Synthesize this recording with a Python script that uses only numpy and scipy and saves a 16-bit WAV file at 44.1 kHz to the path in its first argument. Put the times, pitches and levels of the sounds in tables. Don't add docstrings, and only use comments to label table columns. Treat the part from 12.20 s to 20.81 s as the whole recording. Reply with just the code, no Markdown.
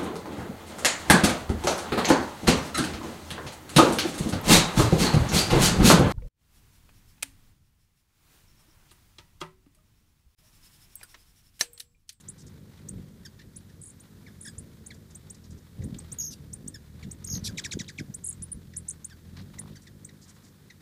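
import sys
import numpy as np
from scipy import signal
from scipy.fft import rfft, irfft
from scipy.io import wavfile
from scipy.ndimage import uniform_filter1d, minimum_filter1d

SR = 44100
rng = np.random.default_rng(int(sys.argv[2]) if len(sys.argv) > 2 else 0)


def boost_factor(decibels):
    exponent = np.asarray(decibels, float) / 20
    return 10 ** exponent


def put_to_file(sound):
    columns = np.atleast_2d(sound).T
    safe = np.clip(columns, -1, 1)
    whole_steps = np.round(safe * 32767)
    wavfile.write(sys.argv[1], SR, whole_steps.astype(np.int16))


N = 379701

# (time [s], stroke rate [Hz], hum level [dB])
QUICK_WINGS = [(0, 48.3, -57), (.62, 52.8, -55), (.78, 44.2, -47.5), (.95, 54.8, -59), (2, 49.2, -58),
               (2.4, 56.5, -54), (3.5, 48.5, -62.5), (3.65, 51, -62), (4.35, 50, -55.5), (4.48, 50, -56),
               (4.65, 51, -73), (5.25, 54.4, -53.5), (5.6, 49, -57.5), (6.8, 46, -65.5), (7.4, 51, -52),
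               (7.6, 50.3, -58), (8.15, 52, -58), (8.61, 48.3, -59.5)]
SLOW_WINGS = [(0, 42.23, -64.5), (.3, 40.73, -54), (.5, 42.24, -60), (1.2, 44.98, -58.5),
              (2.3, 42.11, -60.5), (3.3, 40.44, -53), (3.52, 41.07, -57.5), (3.65, 43, -45),
              (4, 40.36, -52.5), (4.62, 38.03, -54), (4.9, 39.96, -52.5), (5.25, 44.42, -47),
              (5.7, 43.34, -59.5), (6.3, 42.52, -53), (7, 40.89, -57), (7.2, 45.4, -52), (7.45, 45.86, -63),
              (8.61, 43.16, -68)]
QUICK_PARTIALS = [-13, -4.5, -2.5, -4, -11.5, -15, -17, -19, -25, -21.5, -24.5, -30]
SLOW_PARTIALS = [-11.5, -0.5, -5, -4, -9.5, -17, -25, -21, -27.5, -33]
# (time [s], level [dB])
STIR = [(0.0, -70.5), (0.6, -69), (1.34, -75), (2.54, -71), (3.55, -74), (3.67, -66.5), (4.41, -72.5),
        (4.77, -72.5), (5.32, -62.5), (5.51, -64.5), (5.7, -73.5), (6.88, -73), (7.18, -69.5),
        (7.45, -65.5), (7.7, -77), (8.08, -69), (8.61, -76.5)]
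# (frequency [Hz], level [dB])
WASH_COLOUR = [(25, -18), (40, -5), (60, 2.5), (100, 5), (200, 2.5), (300, -6), (450, -9.5), (700, -23),
               (1200, -44.5)]
# (frequency [Hz], level [dB])
RUSTLE_COLOUR = [(500, -2), (900, 2), (2000, 0), (2750, -6), (3700, -0.5), (6000, -10), (12000, -14)]
# (frequency [Hz], density [dB per Hz])
GARDEN_COLOUR = [(180, -35), (300, 0.5), (366, -4.5), (697, -18), (1000, -13.5), (1140, -14.5), (1670, -12),
                 (2750, -20.5), (3640, -16), (8190, -18.5), (11000, -20), (14600, -19.5), (15600, -23)]
# (time [s], length [s], centre [Hz], level [dB])
FAR_CALLS = [(0.0, 0.013, 7840, -56.5), (0.178, 0.046, 6550, -58.5), (0.263, 0.021, 6540, -58),
             (0.588, 0.0042, 3980, -59), (1.188, 0.037, 3500, -64), (1.493, 0.0066, 3960, -60.5),
             (2.736, 0.016, 6500, -60), (2.903, 0.015, 6510, -60), (3.144, 0.011, 5945, -56.5),
             (3.238, 0.019, 5270, -60), (3.303, 0.028, 6500, -61), (3.375, .015, 6000, -63.5),
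             (3.617, 0.0078, 3980, -64), (3.742, 0.0045, 4000, -53), (3.744, .0015, 3500, -45.5),
             (4.004, .0015, 4000, -52), (3.752, .0015, 3300, -57), (.005, .0015, 3700, -54),
             (1.373, 0.0013, 3800, -54), (1.386, .0012, 3800, -56), (1.405, .0012, 4200, -60),
             (6.43, .0012, 3800, -60), (6.451, .0012, 3800, -59), (6.47, .0012, 3800, -58),
             (7.188, 0.0014, 3700, -52), (7.2, .0015, 3900, -60), (7.22, .0015, 3700, -57),
             (7.286, .0012, 4100, -60), (3.799, 0.0036, 4000, -53), (3.817, .004, 4020, -59),
             (5.086, 0.0035, 2600, -50), (5.176, 0.0048, 3600, -45), (4.824, 0.023, 3000, -60),
             (5.643, .0012, 3800, -48), (5.664, .0012, 3800, -53), (6.896, 0.0077, 4500, -55.5),
             (7.165, 0.042, 3690, -58.5), (7.166, 0.0089, 3350, -54.5), (7.21, 0.0089, 3700, -59),
             (7.523, 0.011, 3715, -64), (7.164, 0.035, 1908, -57), (7.617, 0.027, 7000, -61.5),
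             (8.013, 0.038, 5995, -59), (8.076, 0.031, 6900, -57), (8.137, 0.034, 7000, -69),
             (8.233, 0.059, 6490, -63.5)]
# (time [s], length [s], one swing [s], top [Hz], level [dB])
WARBLES = [
    (0.08, 0.024, 0.024, 10510, -35),
    (2.377, 0.022, 0.023, 10570, -41),
    (1.61, 0.099, 0.022, 11040, -47),
    (2.204, 0.083, 0.023, 10980, -44),
    (6.036, 0.0792, 0.0236, 11230, -31),
    (6.5593, 0.033, 0.027, 10900, -32),
    (6.679, 0.037, 0.025, 10810, -30.5),
]
# (time [s], length [s], from [Hz], to [Hz], level [dB])
CHIPS = [(0.685, 0.01, 5430, 8850, -33.5), (1.357, 0.016, 5300, 10350, -41),
         (1.796, 0.015, 5670, 9600, -50.5), (2.293, 0.01, 7000, 8610, -51.5),
         (2.662, 0.012, 6200, 9720, -40.5), (2.947, 0.013, 5840, 8940, -42),
         (3.097, 0.013, 5200, 9060, -38.5), (3.636, 0.011, 5860, 9240, -45.5),
         (3.7843, 0.0091, 5735, 8700, -39), (3.916, 0.016, 5474, 9280, -34),
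         (4.3282, 0.014, 5215, 9280, -34), (4.475, 0.011, 5370, 8950, -33),
         (4.91, 0.011, 5364, 8830, -35.5), (5.041, 0.011, 5290, 8975, -33.5),
         (5.939, 0.014, 5530, 9480, -32.5), (6.126, 0.006, 6590, 8700, -40),
         (6.844, 0.011, 6170, 9426, -32.5), (7.386, 0.014, 5300, 10010, -34),
         (7.8453, 0.0084, 5795, 8590, -38.5)]
# (time [s], peak level [dB], frequency [Hz])
FLAPS = [(.739, -33, 119), (0.76, -31, 119), (0.776, -30, 140), (.796, -30.5, 202), (0.836, -37.5, 109.9),
         (2.281, -33, 172), (2.385, -31, 100), (3.605, -24.5, 94.8), (3.628, -32, 110), (3.64, -26.5, 129),
         (3.659, -25.5, 215), (3.678, -27, 222), (3.699, -30, 224), (3.792, -43, 900), (7.208, -44, 800),
         (3.729, -23.5, 150), (3.75, -26.5, 160), (3.933, -36, 99.8), (4.206, -35, 120),
         (4.445, -32, 202.3), (4.465, -29.5, 200), (4.486, -32, 222), (4.506, -38, 201.5),
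         (4.759, -38, 119.5), (4.867, -30.5, 199), (4.889, -28.5, 168), (5.071, -38, 130),
         (5.165, -27, 194), (5.186, -30.5, 142), (5.206, -37, 109.7), (5.231, -33, 141.3),
         (5.286, -30.5, 100), (5.297, -32, 130.6), (5.337, -29, 151), (5.414, -34, 179.8),
         (5.557, -23, 143), (5.572, -21, 296.4), (5.608, -24, 175.4), (5.811, -24, 258.3),
         (5.845, -34.5, 199.8), (5.887, -37, 170.6), (5.902, -29, 149.8), (5.966, -38, 150.8),
         (6.361, -33.5, 64.8), (6.375, -35.5, 198.9), (7.189, -35, 167.3), (7.215, -33, 170),
         (7.376, -46, 805), (7.396, -47, 796), (7.417, -43, 951), (7.438, -42, 1001), (7.459, -39.5, 950),
         (7.48, -45, 900)]
# (time [s], length [s], from [Hz], to [Hz], level [dB])
SCOLDS = [
    (1.049, 0.024, 1960, 1497, -54.5),
    (2.248, 0.022, 1940, 1435, -56),
    (2.268, 0.025, 1900, 1594, -53),
    (4.54, 0.025, 1977, 1586, -53.5),
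    (4.825, 0.025, 2390, 1630, -61.5),
    (5.28, 0.024, 1905, 1475, -53.5),
    (7.553, 0.022, 2170, 1446, -60),
]
# (time [s], length [s], from [Hz], to [Hz], level [dB])
SCOLDS_AWAY = [(1.19, 0.015, 1895, 1688, -58), (1.213, 0.0095, 2000, 1900, -61),
               (1.496, 0.011, 1789, 1760, -67), (2.062, 0.026, 2450, 1534, -59),
               (3.618, .011, 2500, 1500, -63), (2.703, 0.021, 2440, 1583, -52),
               (6.533, 0.011, 2335, 1584, -58), (6.903, 0.034, 1944, 1462, -59),
               (7.381, 0.0108, 2240, 1770, -56), (7.666, 0.018, 2240, 1646, -57.5),
               (7.887, 0.012, 2570, 1651, -59.5), (8.498, 0.017, 2298, 1721, -57.5)]
# (frequency [Hz], level [dB])
THROAT = [(1300, -5), (2300, 7.5), (2900, -2), (3900, 4), (5600, 4.5), (7700, -2), (10000, -13.5),
          (15000, -16)]
# (time [s], dip [Hz], level [dB])
TRILLS = [
    [(3.986, 6850, -32), (3.9995, 6230, -28), (4.0119, 5490, -29.5), (4.0251, 5020, -33),
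     (4.0381, 5670, -30.5), (4.0496, 5560, -33.5), (4.0646, 5030, -35.5), (4.0798, 5600, -36),
     (4.0955, 5810, -42), (4.102, 5930, -51)],
    [(5.0642, 6550, -45), (5.0745, 5100, -37), (5.0869, 6146, -39.5), (5.1012, 5500, -32),
     (5.1141, 5350, -31.5), (5.1271, 4900, -31.5), (5.1401, 4807, -32), (5.1528, 4085, -34),
     (5.1658, 4100, -37.5), (5.18, 2870, -48), (5.184, 5900, -62), (5.1915, 5900, -47), (5.197, 3500, -55)],
]
# (frequency [Hz], level [dB])
TRILL_RASP = [(7800, -40), (8800, -4), (13400, 5), (14000, -40)]
# (time [s], length [s], from [Hz], to [Hz], swing [Hz], level [dB])
BUZZES = [
    (4.1, 0.045, 5780, 4670, 930, -46),
    (5.238, .047, 4980, 4300, 1240, -35.5),
]
BUZZ_AIR_DB = [-13, -5]
# (time [s], length [s], from [Hz], pause [1 none - 6 long], level [dB])
CHATTER_HOOKED = [
    (5.371, 0.032, 4554, 3, -42),
    (5.678, 0.028, 4420, 1.5, -50),
    (5.777, 0.03, 4100, 1.4, -47),
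]
# (time [s], length [s], from [Hz], pause [1 none - 6 long], level [dB])
CHATTER = [
    (5.438, 0.031, 4300, 5, -43.5),
    (5.510, 0.032, 4700, 1.7, -44),
    (5.588, 0.033, 4150, 4, -47.5),
]
# (frequency [Hz], level [dB])
BEAK = [(1500, 0), (1950, 2), (2350, 12), (2800, -3), (3700, 6), (5600, 9), (7400, 7), (9500, -4),
        (15000, -21)]
# (time [s], rise [s], from [Hz], shiver [s], level [dB])
TWITTERS = [
    (6.2197, 0.0074, 5124, 0.01693, -33.5),
    (6.315, 0.0074, 8260, 0.0107, -30),
]

OCTAVE_DB, ROUGH_DB = -27, 1.5
TOP_THIN_DB, LOW_THIN_DB = -2.5, -11.5
SWEEP_HZ_PER_S, TOP_SAG_HZ_PER_S = 200500, 5000
RISE_SHARE, LAST_REACH = 0.63, 0.66
SLOW_SWING_S = 0.0225
FIRST_LEAN, FIRST_DELAY = 0.256, 1.45
WARBLE_START_DB, FALL_DB, LAST_DB = -13, -5.5, -5
ROUGH_PER_DB = 0.1086
FULL_VOICE_HZ, WEAK_DB_PER_KHZ, CHIP_OCTAVE_DB = 7000, 9, -15.5
HELD_HZ, HELD_SAG_HZ, HELD_SAG_S = 6714, 700, 0.0147
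HOOK_HZ, FALL_HZ_PER_S, PAUSE_HZ, END_HZ = 3850, 182000, 1880, 1380
OPEN_DB, OPEN_SHARE, CLOSE_DB = -9, 0.35, -2
TURNS_S, TURN_DB_PER_S = 5.59, -21
SHIVER_S, SHIVER_HZ, SHIVER_SWING_HZ, SHIVER_END_HZ = 0.00235, 9280, 356, 8310
SHIVER_ARCH_HZ, TWITTER_START_DB, SHIVER_FADE_DB_PER_S = 694, -21, 250
SHADOW_DB, HIGH_SHADOW_DB, HIGH_HZ, REACH_BINS = 21, 15, 11000, 101


def shape(points, hz):
    f, db = np.transpose(points)
    return boost_factor(np.interp(np.log(np.maximum(hz, 1)), np.log(f), db))


def noise(points):
    spectrum = rfft(rng.standard_normal(N + 1))
    x = irfft(spectrum * shape(points, np.fft.rfftfreq(N + 1, 1 / SR)))[:N]
    return x / x.std()


def walk(rate):
    k = int(SR / rate)
    held = np.repeat(rng.standard_normal(N // k + 1), k)
    x = uniform_filter1d(uniform_filter1d(held, k), k)[:N]
    return x / x.std()


def curve(table):
    s, *columns = np.transpose(table)
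    return [np.interp(np.arange(N) / SR, s, c) for c in columns]


def add(out, s, x, attack=0.0011, release=0.0016):
    t = np.arange(len(x)) / SR
    i = int(max(s, 0) * SR)
    edges = np.clip(np.minimum(t / attack, (t[-1] - t) / release), 0, 1)
    out[i:i + len(x)] += (x * edges)[:N - i]


def whistle(hz, db, octave_db):
    phase = 2 * np.pi * np.cumsum(hz) / SR
    second = boost_factor(octave_db) * (hz < 9500) * np.sin(2 * phase)
    third = boost_factor(-38) * np.sin(3 * phase)
    return np.sqrt(2) * boost_factor(db) * (np.sin(phase) + second + third)


def swing(s, hz, db, rough, creep=False):
    turns = np.arange(len(s))
    step = np.interp(np.arange(s[0], s[-1], 1 / SR), s, turns)
    k, u = step.astype(int), step % 1
    way = (1 - np.cos(np.pi * u)) / 2
    if creep:
        shoot = (1 - np.cos(np.pi * u ** FIRST_DELAY)) / 2
        way = np.where(k, way, FIRST_LEAN * u + (1 - FIRST_LEAN) * shoot)
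    pitch = np.interp(k + way, turns, hz)
    thin_db = np.where(np.round(step) % 2, TOP_THIN_DB, LOW_THIN_DB) * np.cos(np.pi * u) ** 2
    level = np.interp(step, turns - 0.35, db) + thin_db
    return whistle(pitch, level + ROUGH_DB * rough[:len(u)], OCTAVE_DB)


def wings(table, partials, wobble, uneven_db):
    hz, db = curve(table)
    phase = 2 * np.pi * np.cumsum(hz * (1 + wobble * walk(25))) / SR
    hum = sum(boost_factor(g) * np.cos((k + 1) * phase + 0.7 * k + 0.2974 * k ** 2) for k, g in enumerate(partials))
    level = db + uneven_db * walk(40) + 2.0 * walk(7.9)
    return np.sqrt(2) * boost_factor(level) * hum, phase


def downwash(braking, beat):
    hover = np.hypot(boost_factor(curve(QUICK_WINGS)[1]), boost_factor(curve(SLOW_WINGS)[1]))
    steady = boost_factor(-2) * hover * (hover / boost_factor(-52.5)) ** 0.13
    gust = boost_factor(-7) * np.sqrt(np.abs(uniform_filter1d(braking ** 2, size=int(0.042 * SR))))
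    air = np.minimum(np.hypot(steady, gust), boost_factor(-46.5))
    return air * boost_factor(1.5 + 2.0 * beat + 2.55 * walk(30)) * noise(WASH_COLOUR)


def rustle(beat):
    level = curve(STIR)[0] + 4.5 + 2.5 * beat + 2.9 * walk(60)
    return boost_factor(level) * noise(RUSTLE_COLOUR)


def garden():
    return boost_factor(-64 + 0.75 * walk(1.63)) * noise(GARDEN_COLOUR)


def far_birds():
    out = np.zeros(N)
    hiss, rasp = rng.standard_normal(N), boost_factor(3.0 * walk(250))
    for s, length, hz, db in FAR_CALLS:
        width_hz = hz * (1.4 if 0.002 < length < 0.009 else 0.54)
        i, n = int(max(s, 0) * SR), int(length * SR) + 200
        limits = [max(hz - width_hz / 2, 300), hz + width_hz / 2]
        band = signal.butter(2, limits, "band", fs=SR, output="sos")
        x = signal.sosfilt(band, hiss[i:i + n]) * rasp[i:i + n]
        add(out, s, boost_factor(db) * x / x.std(), 0.003, 0.005)
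    return out


def warbles():
    out, rough = np.zeros(N), walk(600)
    for s, length, period, top_hz, db in WARBLES:
        k = np.arange(round(2 * length / period) + 1)
        up, span = k % 2, SWEEP_HZ_PER_S * period
        t = np.append((period * (k // 2 + RISE_SHARE * up))[:-1], length)
        hz = top_hz - span * (1 - up) - TOP_SAG_HZ_PER_S * t * up
        hz[-1] = hz[-2] + LAST_REACH * (hz[-1] - hz[-2])
        level = db + FALL_DB * (1 - up) * (k < k[-1]) + WARBLE_START_DB * (k == 0)
        level = level + LAST_DB * (k == k[-1]) * (period > SLOW_SWING_S)
        depth = 1.5 - ROUGH_PER_DB * (db + 25.5) / 2
        add(out, s, swing(t, hz, level, depth * rough[int(s * SR):], creep=True))
    return out


def chips():
    out, rough = np.zeros(N), walk(700)
    for s, length, low_hz, top_hz, db in CHIPS:
        u = np.arange(0, 1.2, 1 / (length * SR))
        rise = np.sin(np.pi / 2 * u ** 1.57)
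        start_db = WEAK_DB_PER_KHZ * (low_hz - FULL_VOICE_HZ) / 1000 - 3
        swell = start_db * np.clip(1 - u / 0.84, 0, 1) ** 1.44 - 14 * np.clip(u - 0.75, 0, 1)
        level = db + 0.5 + swell + 1.1 * rough[int(s * SR):][:len(u)]
        add(out, s, whistle(low_hz + (top_hz - low_hz) * rise, level, CHIP_OCTAVE_DB))
    return out


def flaps():
    out = np.zeros(N)
    for s, db, hz in FLAPS:
        cycles = np.arange(-1.5, 2.5, hz / SR)
        width = np.where(cycles < 0, 0.45, 0.8)
        pulse = np.sin(2 * np.pi * cycles) * np.exp(-(cycles / width) ** 2)
        add(out, s - 1.543 / hz, boost_factor(db - 2.5) * pulse)
    return out


def scolds():
    out = np.zeros(N)
    flutter, breath = np.array([walk(180) for _ in range(10)]), noise(THROAT)
    k = np.arange(1, 11)[:, None]
    for rows, upper_db in ((SCOLDS, 0), (SCOLDS_AWAY, -12.5)):
        for s, length, from_hz, to_hz, db in rows:
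            u = np.arange(0, 1, 1 / (length * SR))
            here = slice(int(s * SR), int(s * SR) + len(u))
            pause = 0.035 * np.sin(2 * np.pi * u) - 0.04 * np.sin(3 * np.pi * u)
            slide = u + np.log(from_hz / to_hz) * pause
            hz = (1 + 0.015 * flutter[0, here]) / (1 / from_hz + (1 / to_hz - 1 / from_hz) * slide)
            phase = 2 * np.pi * np.cumsum(hz) / SR
            hollow_db = 4.5 if from_hz < 2050 else 1.5
            level = upper_db * np.clip(0.7 * k - 1.25, 0, 1) - hollow_db * (k == 2)
            level = level - (8.8 * u ** 2 + 0.83 * (1 - u) ** 2) * (k > 1) - 2 * (1 - u) ** 2 * (k == 1)
            level = level + np.minimum(1 + k, 4) * flutter[:, here]
            gain = shape(THROAT, k * hz) * boost_factor(level)
            voice = np.sqrt(2) * (gain * np.sin(k * phase)).sum(axis=0)
            breath_db = -1 if length < 0.0185 else upper_db / 2 - 11
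            add(out, s, boost_factor(db + 2) * (voice + boost_factor(breath_db) * breath[here]), 0.006, 0.003)
    return out


def trills():
    out, rough = np.zeros(N), walk(360)
    for rows in TRILLS:
        s, dip_hz, db = np.transpose(rows)
        step = np.interp(np.arange(s[0], s[-1], 1 / SR), s, np.arange(len(s)))
        u = step % 1
        catch = np.exp(-u / 0.11) + np.exp(-(1 - u) / 0.14)
        held = HELD_HZ - HELD_SAG_HZ * np.exp(-np.arange(len(u))[::-1] / SR / HELD_SAG_S)
        pitch = held - 1.22 * catch * (held - dip_hz[np.round(step).astype(int)])
        level = db[(step + 0.12).astype(int)] + 1.0 * rough[:len(u)] - 3 * u - 1.9 * catch
        level -= 5 * (step > 1) * np.exp(-((u - 0.17) / 0.041) ** 2)
        level -= 9 * np.exp(-((u - 0.8) / 0.056) ** 2)
        octave_db = -17 + 0.3 * np.minimum(level + 38, 0) + 3 * catch + 3 * rough[::-1][:len(u)]
        note = whistle(uniform_filter1d(pitch, size=30), uniform_filter1d(level, size=40), octave_db)
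        add(out, s[0], note, 0.0006)
    return out


def trill_rasp(trill):
    drive = np.sqrt(np.abs(uniform_filter1d(trill ** 2, size=400)))
    return boost_factor(-23) * drive * noise(TRILL_RASP)


def buzzes():
    out, rough = np.zeros(N), walk(900)
    hiss = noise([(2000, -38), (3500, 5.0), (9000, 1), (12000, -9), (15500, -21)])
    for (s, length, from_hz, to_hz, swing_hz, db), air_db in zip(BUZZES, BUZZ_AIR_DB):
        u = np.arange(0, 1, 1 / (length * SR))
        shake = np.cos(2 * np.pi * 229 * length * (u - 0.062 * u ** 3))
        fray = u ** 2 * rough[int(s * SR):][:len(u)]
        slide = (to_hz - from_hz) * u ** 2
        pitch = from_hz + slide + swing_hz * ((0.73 + 0.28 * u) * shake + 0.48 * fray)
        half = np.pi * np.cumsum(from_hz + 0.3 * slide + 0.3 * swing_hz * shake) / SR
        halves = boost_factor(db - 42 + 38 * u) * np.sin(half)
        halves += boost_factor(db - 15 + 5.2 * shake - 6 * u) * np.sin(3 * half)
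        air = boost_factor(db + air_db * (1 - u) + 0.6 * shake) * hiss[int(s * SR):][:len(u)]
        note = whistle(pitch, db + 1.2 * shake - 3 * np.abs(fray), -13 + 5 * u)
        add(out, s, note + halves + air, 0.012, 0.006)
    return out


def chatter():
    out = np.zeros(N)
    flutter, breath = np.array([walk(180) for _ in range(10)]), noise(THROAT)
    k = np.arange(1, 11)[:, None]
    for rows, cap_hz in ((CHATTER_HOOKED, HOOK_HZ), (CHATTER, SR / 2)):
        for s, length, from_hz, pause, db in rows:
            u = np.arange(0, 1, 1 / (length * SR))
            here = slice(int(s * SR), int(s * SR) + len(u))
            fall = np.clip(from_hz - FALL_HZ_PER_S * length * u, 0, cap_hz)
            rest = END_HZ + (PAUSE_HZ - END_HZ) * (1 - u ** pause) / (1 - 0.65 ** pause)
            landing = (fall ** 9 + np.minimum(rest, 2350) ** 9) ** (1 / 9)
            hz = landing * (1 + 0.006 * flutter[0, here])
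            turn_db = TURN_DB_PER_S * max(s - TURNS_S, 0)
            upper_db = OPEN_DB * np.clip(1 - u / OPEN_SHARE, 0, 1) + CLOSE_DB * u ** 5 + turn_db
            shy_db = turn_db * np.clip(1.5 - u / 0.25, 0, 1.2)
            level = (upper_db - 1.37 * k) * (k > 1) + shy_db + 3.2 * flutter[:, here]
            gain = shape(BEAK, k * hz) * (k * hz < 15500) * boost_factor(level)
            phase = 2 * np.pi * np.cumsum(hz) / SR
            voice = np.sqrt(2) * (gain * np.sin(k * phase)).sum(axis=0)
            add(out, s, boost_factor(db) * (voice + boost_factor(upper_db - 4.0) * breath[here]), 0.004, 0.004)
    return out


def twitters():
    out, rough = np.zeros(N), walk(600)
    for s, rise, from_hz, length, db in TWITTERS:
        k = np.arange(round(length / SHIVER_S) + 1)
        t = k * length / k[-1]
        arch = SHIVER_ARCH_HZ * np.sin(np.pi * t / length) * (1 - k % 2)
        shiver = SHIVER_HZ + SHIVER_SWING_HZ * (-1) ** k + arch
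        hz = np.r_[from_hz, shiver[:-1], SHIVER_END_HZ]
        level = db + np.r_[TWITTER_START_DB, -SHIVER_FADE_DB_PER_S * np.abs(t - length / 3)]
        add(out, s, swing(np.r_[0, rise + t], hz, level, rough[int(s * SR):]))
    return out


def echo(x):
    t = np.arange(int(0.15 * SR)) / SR
    decay = boost_factor(-60 * t / 0.075)
    tail = rng.standard_normal(len(t)) * np.clip(t / 0.0034, 0, 1) * decay
    near = np.sqrt(uniform_filter1d(x ** 2, size=900) + boost_factor(-47.0) ** 2) / boost_factor(-31.0)
    return boost_factor(-16.5) * signal.fftconvolve(x * near ** -0.65, tail / np.sqrt(np.sum(tail ** 2)))[:N]


def scene():
    quick, phase = wings(QUICK_WINGS, QUICK_PARTIALS, 0.0199, 2.9)
    slow, _ = wings(SLOW_WINGS, SLOW_PARTIALS, 0.025, 3.53)
    beat = np.cos(phase)
    braking = flaps()
    flight = quick + slow + braking + downwash(braking, beat) + rustle(beat)
    trill = trills()
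    voices = far_birds() + warbles() + chips() + scolds() + trill + buzzes() + chatter() + twitters()
    return (flight + garden() + voices + echo(voices) + trill_rasp(trill))[None]


def mask(x):
    hz, _, z = signal.stft(x, SR, nperseg=2048, noverlap=1536)
    hz = hz[:, None]
    db = 10 * np.log10(uniform_filter1d(np.abs(z) ** 2, size=30, axis=1) + 1e-18)
    # 8 per kHz, then 4
    slope = (8 * np.minimum(hz, HIGH_HZ) + 4 * np.maximum(hz - HIGH_HZ, 0)) / 1000
    loud = np.roll(np.where(hz > 5000, db + slope, -200), 1, axis=2)
    highest = -minimum_filter1d(-loud, size=REACH_BINS, axis=1, origin=REACH_BINS // 2)
    shadow = highest - slope
    hidden = db < shadow - np.where(hz > HIGH_HZ, HIGH_SHADOW_DB, SHADOW_DB)
    return signal.istft(z * np.where(hidden, 0.06, 1), SR, nperseg=2048, noverlap=1536)[1][:, :N]


def band_limit(x):
    return signal.sosfilt(signal.butter(12, 15940, fs=SR, output="sos"), x)


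def record(dry):
    top_cut = signal.ellip(10, 0.2, 70, 15450, fs=SR, output="sos")
    mix = mask(signal.sosfilt(top_cut, dry))
    return band_limit(mix)


dry = scene()
out = record(dry)
put_to_file(out)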